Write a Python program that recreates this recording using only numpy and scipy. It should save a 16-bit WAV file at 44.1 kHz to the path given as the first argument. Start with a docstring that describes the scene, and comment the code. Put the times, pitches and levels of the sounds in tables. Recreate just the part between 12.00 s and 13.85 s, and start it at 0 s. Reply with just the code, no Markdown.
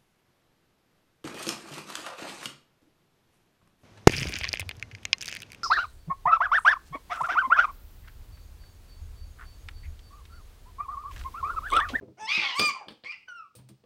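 """Indoors, in a small hard room: faint wavering hush, and paws thumping a cage floor, as ringing floor modes.
A prairie dog in the wire cage opens low, then gives a two-part yelping bark: a rough rise, a clearer yelp.
Litter and wire rattle in noise bursts around the yelp; a falling whimper, a chirp and a whine follow.
The calls are partials of a pitch plus breath. The wire rings with them, and the last thumps and rattles
close the take. Room reflections sit under the direct sound; a phone microphone thins the deep bass."""
import sys
import numpy as np
from scipy import signal
from scipy.fft import rfft, irfft
from scipy.io import wavfile
from scipy.ndimage import uniform_filter1d

SR = 44100
rng = np.random.default_rng(int(sys.argv[2]) if len(sys.argv) > 2 else 0)


def unload_wav(signal):
    """Save mono or channel-first audio to the path in sys.argv[1] as 16-bit WAV at rate SR, clipped to [-1, 1]."""
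    wavfile.write(
        sys.argv[1],
        SR,
        np.round(np.clip(np.atleast_2d(signal).T, -1, 1) * 32767).astype(np.int16),
    )


def ratio(d):
    """dB to gain"""
    e = np.asarray(d, float) / 20
    return 10 ** e


N = 81585  # length in samples

# room noise spectrum: hz, relative density_db
HUSH_SPECTRUM = [(30, -0.5), (150, -5.5), (600, -14.5), (900, -16.5), (1900, -23), (2500, -21), (5000, -22),
                 (7000, -29), (8700, -28.5), (11000, -37.5), (16000, -29)]
HUSH_DB = -74

# paw thumps on the cage floor: start_s, peak_db, centre_hz of the modes that answer, scrabble_decay_s
PAW_THUMPS = [(0.011, -41.5, 451, 0.016), (0.023, -38.5, 324, 0.019), (.06, -50.5, 111, 0.03),
              (0.079, -46, 222, 0.028), (.082, -47.5, 567, 0.0082), (0.216, -50, 205, 0.025),
              (0.298, -55.5, 259, 0.012), (0.375, -31.5, 235, 0.0024), (0.417, -42.5, 430, 0.03),
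              (0.589, -37, 285, 0.018), (0.597, -29.5, 250, 0.022), (0.871, -47.5, 403, 0.0036),
              (.9, -47, 201, 0.017), (1.038, -52, 554, 0.0093), (1.55, -50, 545, 0.0065),
              (1.561, -48.5, 125, 0.037), (1.595, -49.5, 130, 0.016), (1.637, -51, 120.7, 0.025),
              (1.696, -48.5, 259.2, 0.017), (1.711, -46, 151.4, 0.0066), (1.8, -62, 129.3, 0.027),
              (1.836, -56.5, 900, 0.0082)]
# resonances of the cage floor, before each thump's random shifts: hz, level_db, t60_s
CAGE_FLOOR_MODES = [(65.5, -20.5, 0.25), (125, -3, 0.19), (202, -0.5, 0.089), (250, 2, 0.055),
                    (313.3, 1.5, 0.093), (400.2, 3.5, 0.13), (509.3, 3, 0.1), (620, -9, .06),
                    (1050, -19, 0.035)]
# loss one octave from the centre, at -30 dB peak or louder; extra loss per dB below that
FOCUS_DB, FOCUS_DB_PER_DB = 8, 0.6
SHORTEST_DECAY_S = 0.002

# decay of the room: hz, t60_s
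ROOM_DECAY = [(150, 0.34), (1200, 0.32), (2400, 0.27), (4800, 0.42), (9000, 0.18)]
ROOM_DB, ROOM_GAP_S = -9, 0.0027
THUMP_ROOM_DB = -3.5  # thumps' share sent to the room

# calls: start_s, pitch_hz, level_db, roughness (0-1), mouth_tilt_db per octave above the pitch
OPENING_CALL = [(0.172, 709, -64, 0.19, 0.5), (0.188, 733, -47, 0.46, -5), (0.2, 852, -48, 0.42, -0.5),
                (0.23, 868, -37.5, 0.083, -0.5), (0.262, 885.4, -41.5, 0.07, 0.5)]
RISING_BARK = [(0.262, 887, -49, 0.16, -7.5), (0.29, 1105, -30.5, 0.31, -3), (0.315, 1189, -29, 0.44, 1),
               (0.366, 1284, -27.5, 0.47, 1.5), (0.385, 1227, -31, 0.73, -1.5),
               (0.43, 1194, -31, 0.9, -1.5), (0.452, 1107, -29.5, 0.5, -4), (0.5, 1050, -33.5, 0.6, -2),
               (0.545, 946, -38, 0.3, -5.5)]
YELP_CALL = [(.545, 954, -38.5, 0.11, -6), (.557, 1031, -35, 0.05, -1.5), (.58, 1139, -29, 0.063, -1),
             (.6, 1190, -30.5, 0.15, 1.5), (.639, 1216, -23.5, 0.031, -2.5), (.685, 1186, -27.5, 0.034, 1),
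             (.697, 1133, -24, 0.22, -2), (.706, 1009, -35, 0.4, -3), (.714, 967, -47.5, 0.99, 3.5)]
WHIMPER_CALL = [(.72, 1085, -53, 0.81, -12), (.77, 1014, -45.5, 0.66, -11), (.83, 785, -49.5, 0.72, -20.5),
                (.865, 642, -61, 0.56, -21.5)]
CHIRP_CALL = [(1.045, 1006, -45, 0.67, 0.0077), (1.058, 1071, -41.5, 0.29, 0.018),
              (1.072, 1119, -40, 0.35, 0), (1.09, 1175, -41, 0.21, 0), (1.118, 1226, -35.5, 0.14, 0),
              (1.128, 1205, -39.5, 0.92, 0.019), (1.15, 1177, -52, .9, 0.015),
              (1.19, 1211, -60.5, 0.48, 0.025), (1.24, 1220, -66, 0.96, 0.0091)]
WHINE_CALL = [(1.274, 1595, -70, 0.038, -17), (1.284, 1509, -42, 0.13, 3.5),
              (1.334, 1389, -46.5, 0.06, -10), (1.36, 1413, -44.5, 0.027, -0.5),
              (1.4, 1317, -45, 0.085, -2), (1.43, 1258, -48.5, 0.068, -14), (1.455, 1158, -57.5, 0.11, -12),
              (1.475, 1143, -58, 0.12, -17)]
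# throat resonance of each call: hz, level_db
OPENING_COLOUR = [(400, -9), (870, -1), (1750, -13), (2600, -12.5), (3450, -21), (4200, -43), (5400, -13.5),
                  (6100, -13), (7000, -54.5), (8300, -20.5), (11000, -50), (15000, -35.5)]
BARK_COLOUR = [(500, -14), (1100, -7.5), (1700, -7), (2400, 7.5), (3500, -1.5), (4700, -4), (6000, -13.5),
               (7000, -27.5), (8500, -28), (10500, -46), (16000, -41.5)]
YELP_COLOUR = [(600, -22.5), (1150, 1.5), (1800, -12), (2400, 3), (3000, -1.5), (3500, -20), (4300, -13),
               (4800, -0.5), (5400, -11.5), (6000, -13.5), (7200, -18), (8400, -20.5), (10500, -42.5),
               (16000, -33)]
CHIRP_COLOUR = [(500, -44), (1150, -8.5), (1700, -15.5), (2400, 11.5), (3700, -22.5), (4800, -7),
                (6700, -33), (8200, -29.5), (10000, -60), (15000, -52)]
WHINE_COLOUR = [(500, 3), (1350, 7.5), (2800, -5), (4300, -26), (5800, -12), (7300, -57), (8600, -19.5),
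                (10000, -85), (15000, -42)]
JITTER = 0.03  # pitch spread at full roughness, as a share of the pitch
SHIMMER, SHIMMER_HZ = 0.8, 280  # depth at full roughness and rate, both for low partials; higher ones get more
PATCHY_DB, BREAKUP_DB = 2.5, 4.5  # partial level spread: scales for clear and for rough voice
BREATH_DB, RASP_DB = -4, 5  # breath at full roughness and no tilt; spread of its level
FLUTTER_SHARE = 0.27  # flutter rate as a share of the pitch
ONSET_S, RELEASE_S = 0.0013, 0.0025

# resonances of the wire panel: hz, relative level_db, t60_s
WIRE_PANEL_MODES = [(3580, -10.5, 0.065), (4744, -1.5, .3)]
WIRE_DB = 6.5  # added to all the wire modes

# bursts of litter and wire: start_s, level_db, tilt_db per octave, treble_db, decay_s
RATTLE_BURSTS = [(0.586, -31, 0, -17, 0.0018), (0.594, -19.5, 1, -7, 0.0051),
                 (.5975, -22.5, -3.5, 4, 0.0054), (0.611, -31.5, -0.5, -7, 0.025),
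                 (0.883, -40.5, -1, -15.5, 0.01), (0.903, -53, -3.5, 1.5, 0.023),
                 (1.037, -48, -0.5, -41, 0.0083), (1.288, -60, 6, -25, 0.0029),
                 (1.552, -49.5, 4, 6.5, 0.019), (1.586, -51.5, -6, 2, 0.018), (1.688, -54.5, 0, 7.5, .012),
                 (1.838, -58.5, -6, -27, 0.012)]
# spectrum of litter and wire before tilt and treble: hz, relative density_db
RATTLE_SPECTRUM = [(300, 5), (800, 5.5), (2000, 0.5), (3200, 5.5), (4700, 6), (7000, -10.5), (9000, 2.5),
                   (11500, -14.5), (15000, -7.5), (16500, -22)]
TREBLE_HZ = 6500

MIC_LOW_HZ = 65


def unit(x):
    """Scale to rms 1."""
    return x / np.sqrt(np.mean(np.abs(x) ** 2) + 1e-18)


def at_hz(table, hz):
    """Read a (hz, value) table on a log frequency axis."""
    points = np.array(table, float)
    return np.interp(np.log(np.maximum(hz, 1)), np.log(points[:, 0]), points[:, 1])


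def colour(x, table, tilt_db=0):
    """Shape a spectrum by table and tilt about 3 kHz, closed well below and above the table; rms 1."""
    hz = np.fft.rfftfreq(len(x), 1 / SR)
    db = at_hz(table, hz) + tilt_db * np.log2(np.maximum(hz, 20) / 3000)
    is_open = (hz > table[0][0] / 2) * (hz < table[-1][0])
    return unit(irfft(rfft(x) * ratio(db) * is_open, len(x)))


def wobble(n, rate_hz):
    """Smooth random motion of rms 1: noise averaged twice over 1 / rate_hz."""
    k = max(int(SR / rate_hz), 1)
    return unit(uniform_filter1d(uniform_filter1d(rng.standard_normal(n), k), k))


def decay(t, t60_s):
    """Exponential fall of 60 dB in t60_s."""
    return np.exp(-np.log(1000) * t / t60_s)


def add(out, x, start_s):
    """Mix x into out from start_s."""
    i = int(start_s * SR)
    out[i:i + len(x)] += x[:len(out) - i]


def hush():
    """Faint room tone: coloured noise whose level wavers."""
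    return colour(rng.standard_normal(N), HUSH_SPECTRUM) * ratio(HUSH_DB + 1.1 * wobble(N, 12))


def thumps():
    """Each thump is a short noisy scrabble of paws that rings the damped modes of the cage floor."""
    out = np.zeros(N)
    t = np.arange(SR // 2) / SR
    for start_s, peak_db, centre_hz, decay_s in PAW_THUMPS:
        shifts = rng.standard_normal((len(CAGE_FLOOR_MODES), 2))
        # softer touches wake fewer modes
        focus_db = FOCUS_DB + FOCUS_DB_PER_DB * max(-30 - peak_db, 0)
        ring = 0
        for (hz, db, t60_s), (level_shift_db, pitch_shift) in zip(CAGE_FLOOR_MODES, shifts):
            gain = ratio(db + level_shift_db - focus_db * np.log2(hz / centre_hz) ** 2)
            mode_hz = hz * (1 + 0.043 * pitch_shift)
            ring = ring + gain * np.sin(2 * np.pi * mode_hz * t) * decay(t, t60_s)
        scrabble = rng.standard_normal(len(t)) * np.exp(-t / max(decay_s, SHORTEST_DECAY_S))
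        thump = signal.fftconvolve(scrabble, ring)[:len(t)]
        add(out, thump / np.abs(thump).max() * ratio(peak_db), start_s)
    return out


def room(x):
    """Dense reflections: octave bands of noise, each fading at its own rate, after a short gap."""
    t = np.arange(int(0.8 * SR)) / SR
    tail = 0
    for low_hz in 60 * 2.0 ** np.arange(8):
        octave = signal.butter(2, [low_hz, 2 * low_hz], "bandpass", fs=SR, output="sos")
        band = signal.sosfilt(octave, rng.standard_normal(len(t)))
        tail = tail + band * decay(t, at_hz(ROOM_DECAY, 1.68 * low_hz))
    # silent for the gap, then fading in over the same time
    tail = tail * np.clip(t / ROOM_GAP_S - 1, 0, 1)
    return signal.fftconvolve(x, tail / np.sqrt(np.sum(tail ** 2)))[:N] * ratio(ROOM_DB)


def call(rows, throat, half_db, flutter):
    """Vocal folds through the throat: rough cycles smear the partials, half lines and flutter join in."""
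    rows = np.array(rows, float)
    start_s, end_s = rows[0, 0], rows[-1, 0]
    t = np.arange(start_s, end_s + RELEASE_S, 1 / SR)
    n = len(t)
    pitch_hz, level_db, rough, tilt_db = (np.interp(t, rows[:, 0], rows[:, c]) for c in range(1, 5))
    rough = np.clip(rough, 0, 1)
    phase = 2 * np.pi * np.cumsum(pitch_hz * (1 + JITTER * rough * wobble(n, 280))) / SR

    voice, power = 0, 0
    for k in np.arange(1, 28) / 2:  # multiples of the pitch, half lines between
        gain_db = at_hz(throat, k * pitch_hz) + tilt_db * np.log2(k) + (half_db if k % 1 else 0)
        gain = ratio(gain_db) * (k * pitch_hz < throat[-1][0])
        # higher partials are smeared wider and deeper
        spread_hz = SHIMMER_HZ * max(k - 1, 1)
        depth = SHIMMER * rough * max(k - 1, 1)
        smear = wobble(n, spread_hz) + 1j * wobble(n, spread_hz)
        shake = (1 + depth * smear) / np.sqrt(1 + 2 * depth ** 2)
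        # clear voice is patchy in high partials, rough voice breaks up mostly in low ones
        patchy_db = PATCHY_DB * np.log2(1 + max(k - 2, 0)) * (1 - rough) ** 2
        breakup_db = BREAKUP_DB * rough / max(k, 1)
        patch = ratio((patchy_db + breakup_db) * wobble(n, 63))
        voice = voice + gain * patch * np.imag(shake * np.exp(1j * k * phase))
        power = power + gain ** 2 / 2

    breath = colour(rng.standard_normal(n), throat) * rough
    breath = breath * ratio(BREATH_DB + tilt_db + RASP_DB * wobble(n, 300))
    flutter_depth = flutter * rough ** 2
    flutter_wave = np.cos(FLUTTER_SHARE * phase + 1.66 * wobble(n, 53))
    voice = voice * (1 + flutter_depth * flutter_wave) / np.sqrt(1 + flutter_depth ** 2 / 2)
    gate = np.clip((t - start_s) / ONSET_S, 0, 1) * np.clip((end_s - t) / RELEASE_S + 1, 0, 1)
    out = np.zeros(N)
    add(out, (voice / np.sqrt(power) + breath) * ratio(level_db) * gate, start_s)
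    return out


def voices():
    """All the calls, each with its throat colour, half-line level and flutter depth at full roughness."""
    return (call(OPENING_CALL, OPENING_COLOUR, half_db=-14.5, flutter=0.5)
            + call(RISING_BARK, BARK_COLOUR, half_db=-22, flutter=2.5)
            + call(YELP_CALL, YELP_COLOUR, half_db=-13, flutter=0.85)
            + call(WHIMPER_CALL, YELP_COLOUR, half_db=-26.5, flutter=0.88)
            + call(CHIRP_CALL, CHIRP_COLOUR, half_db=-22, flutter=4)
            + call(WHINE_CALL, WHINE_COLOUR, half_db=-55, flutter=1))


def wire(x):
    """The wire panel, driven by the sound x, rings along at its own pitches."""
    t = np.arange(SR // 2) / SR
    ring = 0
    for hz, db, t60_s in WIRE_PANEL_MODES:
        per_sample = 2 * np.log(1000) / (t60_s * SR)  # evens out gain at resonance
        ring = ring + ratio(db) * np.sin(2 * np.pi * hz * t) * decay(t, t60_s) * per_sample
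    return signal.fftconvolve(x, ring)[:N] * ratio(WIRE_DB)


def rattles():
    """Grainy, decaying noise bursts of litter and wire; bedding muffles some."""
    out = np.zeros(N)
    t = np.arange(SR // 4) / SR
    for start_s, level_db, tilt_db, treble_db, decay_s in RATTLE_BURSTS:
        fade = np.exp(-t / max(decay_s, SHORTEST_DECAY_S)) * np.minimum(t / 0.00093, 1)
        grain = ratio(level_db + 1.44 * wobble(len(t), 390))
        table = [(hz, db + treble_db * (hz > TREBLE_HZ)) for hz, db in RATTLE_SPECTRUM]
        add(out, colour(rng.standard_normal(len(t)), table, tilt_db) * fade * grain, start_s)
    return out


def scene():
    """Voice, rattles and paws, with the wire ringing and the room behind, over the hush."""
    floor = thumps()
    air = voices() + rattles()
    air = air + wire(air)
    reflections = room(air + floor * ratio(THUMP_ROOM_DB))
    return (air + floor + reflections + hush())[None]


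def low_pass(x):
    """Removes everything above the highest recorded frequency."""
    return signal.sosfilt(signal.butter(12, 16830, fs=SR, output="sos"), x)


def record(dry):
    """The phone microphone loses the deep bass."""
    low_cut = signal.butter(3, MIC_LOW_HZ, "highpass", fs=SR, output="sos")
    heard = signal.sosfilt(low_cut, dry)
    return low_pass(heard)


dry = scene()
out = record(dry)
unload_wav(out)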